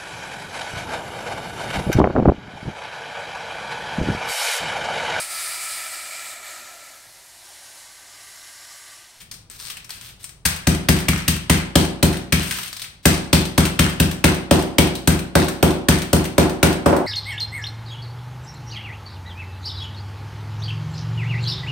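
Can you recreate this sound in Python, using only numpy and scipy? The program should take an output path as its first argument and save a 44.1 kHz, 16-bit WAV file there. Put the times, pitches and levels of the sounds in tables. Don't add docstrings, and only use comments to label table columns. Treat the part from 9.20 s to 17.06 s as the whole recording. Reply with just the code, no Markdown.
import sys
import numpy as np
from scipy import signal
from scipy.fft import rfft, irfft
from scipy.io import wavfile

SR = 44100
rng = np.random.default_rng(int(sys.argv[2]) if len(sys.argv) > 2 else 0)


def unload_wav(signal):
    wavfile.write(
        sys.argv[1],
        SR,
        np.round(np.clip(np.atleast_2d(signal).T, -1, 1) * 32767).astype(np.int16),
    )


N = 346792
RING_S = np.arange(SR) / SR
BURST = SR // 4
FREQS = np.fft.rfftfreq(SR, 1 / SR)

# start_s, crunch_db, treble_db (wrapper), crack_hz (centre), knock_db (wood)
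BLOWS = [(1.251, 9, 15.5, 1750, -13.5), (1.4686, 10, 11.5, 1560, 11.5), (1.685, 13.5, 14.5, 1680, 13.5),
         (1.8824, 12.5, 11, 2480, 4), (2.078, 7.5, 15, 3000, 1.5), (2.2956, 16, 13.5, 2840, 12),
         (2.5538, 15, 14.5, 2970, 19), (2.826, 9, 15, 1350, 17), (3.122, 14.5, 12.5, 2270, 6.5),
         (3.8535, 17, 18, 1930, 17.5), (4.128, 16, 15.5, 3820, 16), (4.377, 14, 12.5, 1300, 15),
         (4.59, 16, 13, 2600, 12), (4.798, 9.5, 13, 2780, 12), (5.04, 17, 13.5, 1980, 18.5),
         (5.309, 14.5, 10, 3000, 23), (5.582, 15, 15.5, 3000, 20), (5.873, 9, 15, 1300, 15.5),
         (6.152, 15.5, 10.5, 1360, 21), (6.426, 9, 13, 1330, 22), (6.684, 15, 14.5, 1440, 17.5),
         (6.929, 7.5, 13, 1510, 19), (7.1793, 13, 10.5, 1350, 23), (7.428, 14.5, 14, 1370, 21.5),
         (7.6576, 6.5, 2.5, 1370, 4)]
# frequency_hz, t60_s
KITCHEN_DECAY = [(150, 0.83), (500, 0.65), (1500, 0.53), (4000, 0.45), (9000, 0.3), (16000, 0.24)]
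USUAL_KNOCK_DB = 16


def from_db(db):
    return 10 ** (np.asarray(db) / 20)


def unit(x):
    return x / np.sqrt(np.mean(np.sum(x ** 2, axis=-1)) + 1e-20)


def at_hz(points, hz):
    f, value = np.transpose(points)
    return np.interp(np.log(np.maximum(hz, 1)), np.log(f), value)


def add(out, s, sound):
    i = int(np.clip(round(s * SR), 0, N - 1))
    out[..., i:i + sound.shape[-1]] += sound[..., :N - i]


def through(x, response):
    return signal.fftconvolve(np.atleast_2d(x), np.atleast_2d(response), axes=-1)[:, :x.shape[-1]]


def one_band(x, hz, kind, order=2):
    sos = signal.butter(order, min(hz, SR / 2 - 1), kind, fs=SR, output="sos")
    return signal.sosfilt(sos, x + 1e-18)


def colour(points):
    cepstrum = irfft(np.log(from_db(at_hz(points, FREQS))), SR)
    cepstrum[1:SR // 2] *= 2
    cepstrum[SR // 2 + 1:] = 0
    return unit(irfft(np.exp(rfft(cepstrum)), SR))


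def dying(t60):
    return np.exp(-np.log(1000) * RING_S / t60)


def ring(modes):
    return sum(from_db(db) * np.sin(2 * np.pi * hz * RING_S) * dying(t60) for hz, db, t60 in modes)


def ringing(x, hz, width_hz, lift_db):
    b, a = signal.iirpeak(hz, hz / width_hz, fs=SR)
    return x + from_db(lift_db) * signal.lfilter(b, a, x + 1e-18)


def two_ears(size, side_db):
    mid, side = rng.standard_normal((2, size))
    return mid + from_db(side_db) * side * [[1], [-1]]


def grains(size, per_s, spread_db):
    born = rng.random(size) < per_s / SR
    sizes = from_db(spread_db * np.clip(rng.standard_normal(size), -2, 2))
    clicks = born * rng.choice([-1, 1], size) * sizes
    return unit(clicks) * np.sqrt(size)


def kitchen(side_db, build_s):
    noise = rfft(two_ears(SR, side_db))
    centres = 125 * 2. ** np.arange(8)
    tail = 0
    for hz, row in zip(centres, np.eye(len(centres))):
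        share = at_hz(np.c_[centres, row], FREQS)
        tail = tail + irfft(noise * share, SR) * dying(at_hz(KITCHEN_DECAY, hz))
    return unit(tail * (1 - np.exp(-RING_S / build_s)))


def background():
    # frequency_hz, level_db (per Hz)
    hum_colour = [(15, -36), (25, 10), (55, 28), (134, 29), (229, 17.5), (1290, 5.5), (2990, -43),
                  (5280, -64.5), (6920, -85), (9070, -58), (10700, -63), (13600, -44.5), (16000, -7)]
    hum = unit(through(two_ears(N, side_db=-14), colour(hum_colour))) * np.sqrt(N)
    room_modes = ring([(56, 0, .3), (124, -1, .2), (165, -2, .15)])
    drone = unit(through(two_ears(N, side_db=-12), room_modes)) * np.sqrt(N)
    return from_db(-53.5) * hum + from_db(-56) * drone


def rustle(attack_s=0.012, release_t60=0.084, lift_db=-2):
    # start_s, hold_s, level_db (relative), centre_hz
    grips = [(0, 0.005, -34, 3020), (0.301, 0.068, -46.5, 4500), (0.381, 0.14, -41, 4500),
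             (0.687, 0.09, -45, 2500), (.8, 0.094, -43.5, 3350), (0.992, .04, -49, 3800),
             (3.202, 0.17, -34.5, 2680), (3.35, 0.14, -40, 3130), (3.827, .025, -47, 4000)]
    out = np.zeros((2, N))
    for s, hold_s, db, hz in grips:
        attack = np.minimum(RING_S / attack_s, 1)
        release = from_db(-60 * np.maximum(RING_S - hold_s, 0) / release_t60)
        ticks = np.array([grains(SR, per_s=200, spread_db=7) for ear in "LR"])
        creases = ticks + grains(SR, per_s=2200, spread_db=1.5)
        add(out, s, from_db(db) * attack * release * ringing(creases, hz, width_hz=1300, lift_db=lift_db))
    return out


def snaps(snap_t60=0.052, lift_s=0.1, lift_spread_s=.02, lift_db=-2.5):
    # start_s, level_db (relative), centre_hz
    loud_snaps = [(0.113, -5, 5300), (0.14, -13, 5200), (0.299, -12.5, 8000), (0.4, -8.5, 5100),
                  (0.5, -2, 3180), (0.569, -7.5, 2460), (0.644, -13, 5620), (0.693, -8.5, 1600),
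                  (0.705, -4, 4360), (1.03, -17, 8800), (1.042, -5, 8400), (1.092, -13.5, 8300),
                  (1.763, -1, 2380), (1.803, -2, 1680), (2.9685, -5, 3010), (3.31, 6, 1670),
                  (3.386, 0, 1100), (3.432, -1, 3130), (3.528, -3.5, 4800), (3.5655, -5, 4050),
                  (3.5955, -5.5, 3800), (3.618, -1, 3700), (3.641, -6, 2800), (4.2526, -1, 3790),
                  (4.4524, 7, 2500), (4.9137, -2, 1560), (5.4236, -3, 1570), (5.7526, -1, 3750),
                  (6.283, 4, 1000), (6.819, 1.5, 2440), (7.053, -1, 2470)]
    out = np.zeros((2, N))
    lifts = [(s + lift_s + lift_spread_s * rng.uniform(-1.1, 1), lift_db, rng.uniform(1000, 3200))
             for s, *_ in BLOWS]
    for s, db, hz in lifts + list(loud_snaps):
        run = grains(BURST, per_s=2500, spread_db=4) + from_db(-4) * two_ears(BURST, side_db=-3)
        run = ringing(run * dying(snap_t60)[:BURST], hz, width_hz=1100, lift_db=5)
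        add(out, s, from_db(db) * unit(run))
    return out


def wrapper(body_db=-10):
    creasing = rustle() + snaps()
    return one_band(creasing, 1190, "high") + from_db(body_db) * one_band(creasing, 530, "low")


def crunch(rise_share=0.68, crack_db=-6, crack_lift_db=6):
    squeeze_s, squeeze_halves_db = 0.0054, 34
    out = np.zeros((2, N))
    for s, crunch_db, treble_db, crack_hz, knock_db in BLOWS:
        length_s = squeeze_s * 2 ** ((USUAL_KNOCK_DB - knock_db) / squeeze_halves_db)
        age = RING_S[:BURST] / (rise_share * length_s)
        squeeze = age ** 2 * np.exp(-2 * age)
        swarm = grains(BURST, per_s=9000, spread_db=3) + from_db(-4) * two_ears(BURST, side_db=0)
        pieces = one_band(one_band(two_ears(BURST, side_db=-10.5), 3100, "low"), 1450, "high")
        early = pieces * squeeze * np.exp(-age / 2)
        crack = unit(ringing(early, crack_hz, width_hz=470, lift_db=crack_lift_db))
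        sound = unit(swarm * squeeze) + from_db(crack_db) * crack
        dull = one_band(sound, 3400, "low", order=1)
        add(out, s, from_db(crunch_db) * dull + from_db(treble_db) * (sound - dull))
    return out


def crumbs(below_crunch_db=11.0, settle_t60=0.31):
    out = np.zeros((2, N))
    for s, crunch_db, *_ in BLOWS:
        for hz in rng.uniform(1400, 5000, 3):
            clicks = grains(BURST, per_s=50, spread_db=3) * dying(settle_t60)[:BURST]
            tick = two_ears(BURST, side_db=-3) * dying(.01)[:BURST]
            piece = ringing(through(clicks, tick), hz, width_hz=600, lift_db=6)
            add(out, s + 0.011, from_db(crunch_db - below_crunch_db) * unit(piece))
    return one_band(out, 6000, "low", order=1)


def packet(wrapper_wet_db=-1, walls_db=-5, wash_db=-2, worktop_db=-11, worktop_t60=0.024):
    # frequency_hz, level_db (per Hz)
    left_colour = [(150, -18.5), (500, -3.5), (1000, 0), (1500, -1), (2800, -0.5), (4000, -0.5), (6000, 0),
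                   (7100, -3.5), (8200, 4), (9300, 5.5), (10100, -6), (10800, -15), (11800, -7.5),
                   (15500, -9)]
    right_colour = [(150, 2.5), (500, -0.5), (1000, 2), (1500, 2), (2800, 0.5), (4000, 0), (6000, -2),
                    (7100, -9), (8200, -10.5), (9300, -4.5), (10400, -23), (10900, -8.5), (11800, -1),
                    (13000, 1), (15500, -4)]
    creasing = wrapper()
    blows = crunch()
    light = creasing + crumbs()
    sent = blows + from_db(wrapper_wet_db) * light
    heard = blows + light + from_db(walls_db) * through(sent, kitchen(side_db=0.5, build_s=0.0034))
    edges = [300, 1200, 1700, 2400, 3400, 4800, 9600, 17000]
    worktop = from_db(worktop_db) * unit(dying(worktop_t60))
    for low, high in zip(edges, edges[1:]):
        band = signal.butter(2, [low, high], "band", fs=SR, output="sos")
        power = np.mean(signal.sosfilt(band, sent) ** 2, axis=0)
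        room = from_db(wash_db) * unit(dying(at_hz(KITCHEN_DECAY, np.sqrt(low * high))))
        lingering = through(power, room ** 2 + worktop ** 2)
        noise = unit(signal.sosfilt(band, two_ears(N, side_db=1.5)))
        heard += np.sqrt(np.maximum(lingering, 0) * N) * noise
    return through(heard, np.array([colour(left_colour), from_db(-3.0) * colour(right_colour)]))


def knock(modes_db=-4, room_db=-1, clack_db=-4, clack_t60=0.082, spot_db=2):
    # start_s, level_db (relative), centre_hz
    bounces = [(7.661, 22, 724), (7.706, 12, 620), (7.729, 20, 660)]
    # frequency_hz, level_db (relative), t60_s
    knock_modes = [(296.3, -0.5, 0.29), (327.6, 1, 0.32), (366.4, -2, 0.63), (390.4, -4.5, 0.41),
                   (490.4, -19, 1), (567, 7, 0.062), (561, -11, 0.73), (702, -10, 0.69), (861, -20, 0.57),
                   (990, -36, 0.21), (1260, -25, 0.12)]
    # frequency_hz, level_db (per Hz)
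    clack_colour = [(100, -18.5), (200, 3), (350, 0.5), (470, -8), (570, -7.5), (800, -8), (1200, -12),
                    (2000, -22.5), (4000, -30.5)]
    delay_s = 0.002997
    usual_hz, octave_db = 439, 31
    out, tone = np.zeros((2, N)), colour(clack_colour)
    room = unit(through(kitchen(side_db=-3.5, build_s=0.012), tone))
    blows = [(s + delay_s, db, usual_hz * 2 ** ((db - USUAL_KNOCK_DB) / octave_db)) for s, *_, db in BLOWS]
    for s, db, centre_hz in blows + list(bounces):
        spot_modes = [(hz, level + rng.normal(0, spot_db), t60) for hz, level, t60 in knock_modes]
        body = unit(ring(spot_modes))
        clack = unit(through(two_ears(SR, side_db=0) * dying(clack_t60), tone))
        sound = from_db(modes_db) * body + from_db(room_db) * room + from_db(clack_db) * clack
        sound = one_band(one_band(sound, 1.46 * centre_hz, "low", order=1), 0.7 * centre_hz, "high")
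        add(out, s, from_db(db) * unit(sound))
    return out * from_db([[-.8], [.8]])


def thump(room_db=-13, cushion_hz=660, db_per_octave=10):
    # frequency_hz, level_db (relative), t60_s
    thump_modes = [(55.2, -19, 0.91), (70.3, -11.5, 0.29), (82.5, -12.5, 0.4), (121.5, -19.5, 0.98),
                   (160.26, 1.5, 0.27), (181.36, -5.5, 0.69), (205.7, -7, 0.43), (243.1, -13.5, 0.4),
                   (262.8, -19, 0.3), (304.8, -23, 0.43)]
    # delay_s, gain
    thump_echoes = [(0, 0.93), (.0053, -1.19), (0.0123, 0.74), (0.0241, 0.46), (0.0566, -.24), (.071, 0.37),
                    (0.0862, -0.16)]
    delay_s, usual_db = .0066, 22.5
    full_knock_db, fall = 13.5, 0.45
    sag = 0.23
    out, boom = np.zeros((2, N)), np.zeros(N)
    body = ring(thump_modes)
    for echo_s, gain in thump_echoes:
        add(boom, echo_s, gain * body)
    wash = one_band(kitchen(side_db=-6.0, build_s=0.0026), 216.8, "low", order=3)
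    boom = unit(boom[:SR]) + from_db(room_db) * unit(one_band(wash, 70, "high"))
    for s, *_, knock_db in BLOWS:
        corner_hz = cushion_hz * 2 ** ((knock_db - USUAL_KNOCK_DB) / db_per_octave)
        cushioned = one_band(boom, corner_hz, "low", order=1)
        level_db = usual_db - fall * max(full_knock_db - knock_db, 0)
        level_db -= sag * max(knock_db - USUAL_KNOCK_DB, 0)
        add(out, s + delay_s, -from_db(level_db) * unit(cushioned))
    return one_band(out, 60, "high", order=3) * from_db([[1], [-1]])


def scene():
    return background() + packet() + knock() + thump()


def record(dry):
    rounded = dry / (1 + dry ** 4) ** (1 / 4)
    cutoff_hz = 15900
    return signal.sosfilt(signal.ellip(10, .2, 70, cutoff_hz, fs=SR, output="sos"), rounded)


dry = scene()
out = record(dry)
unload_wav(out)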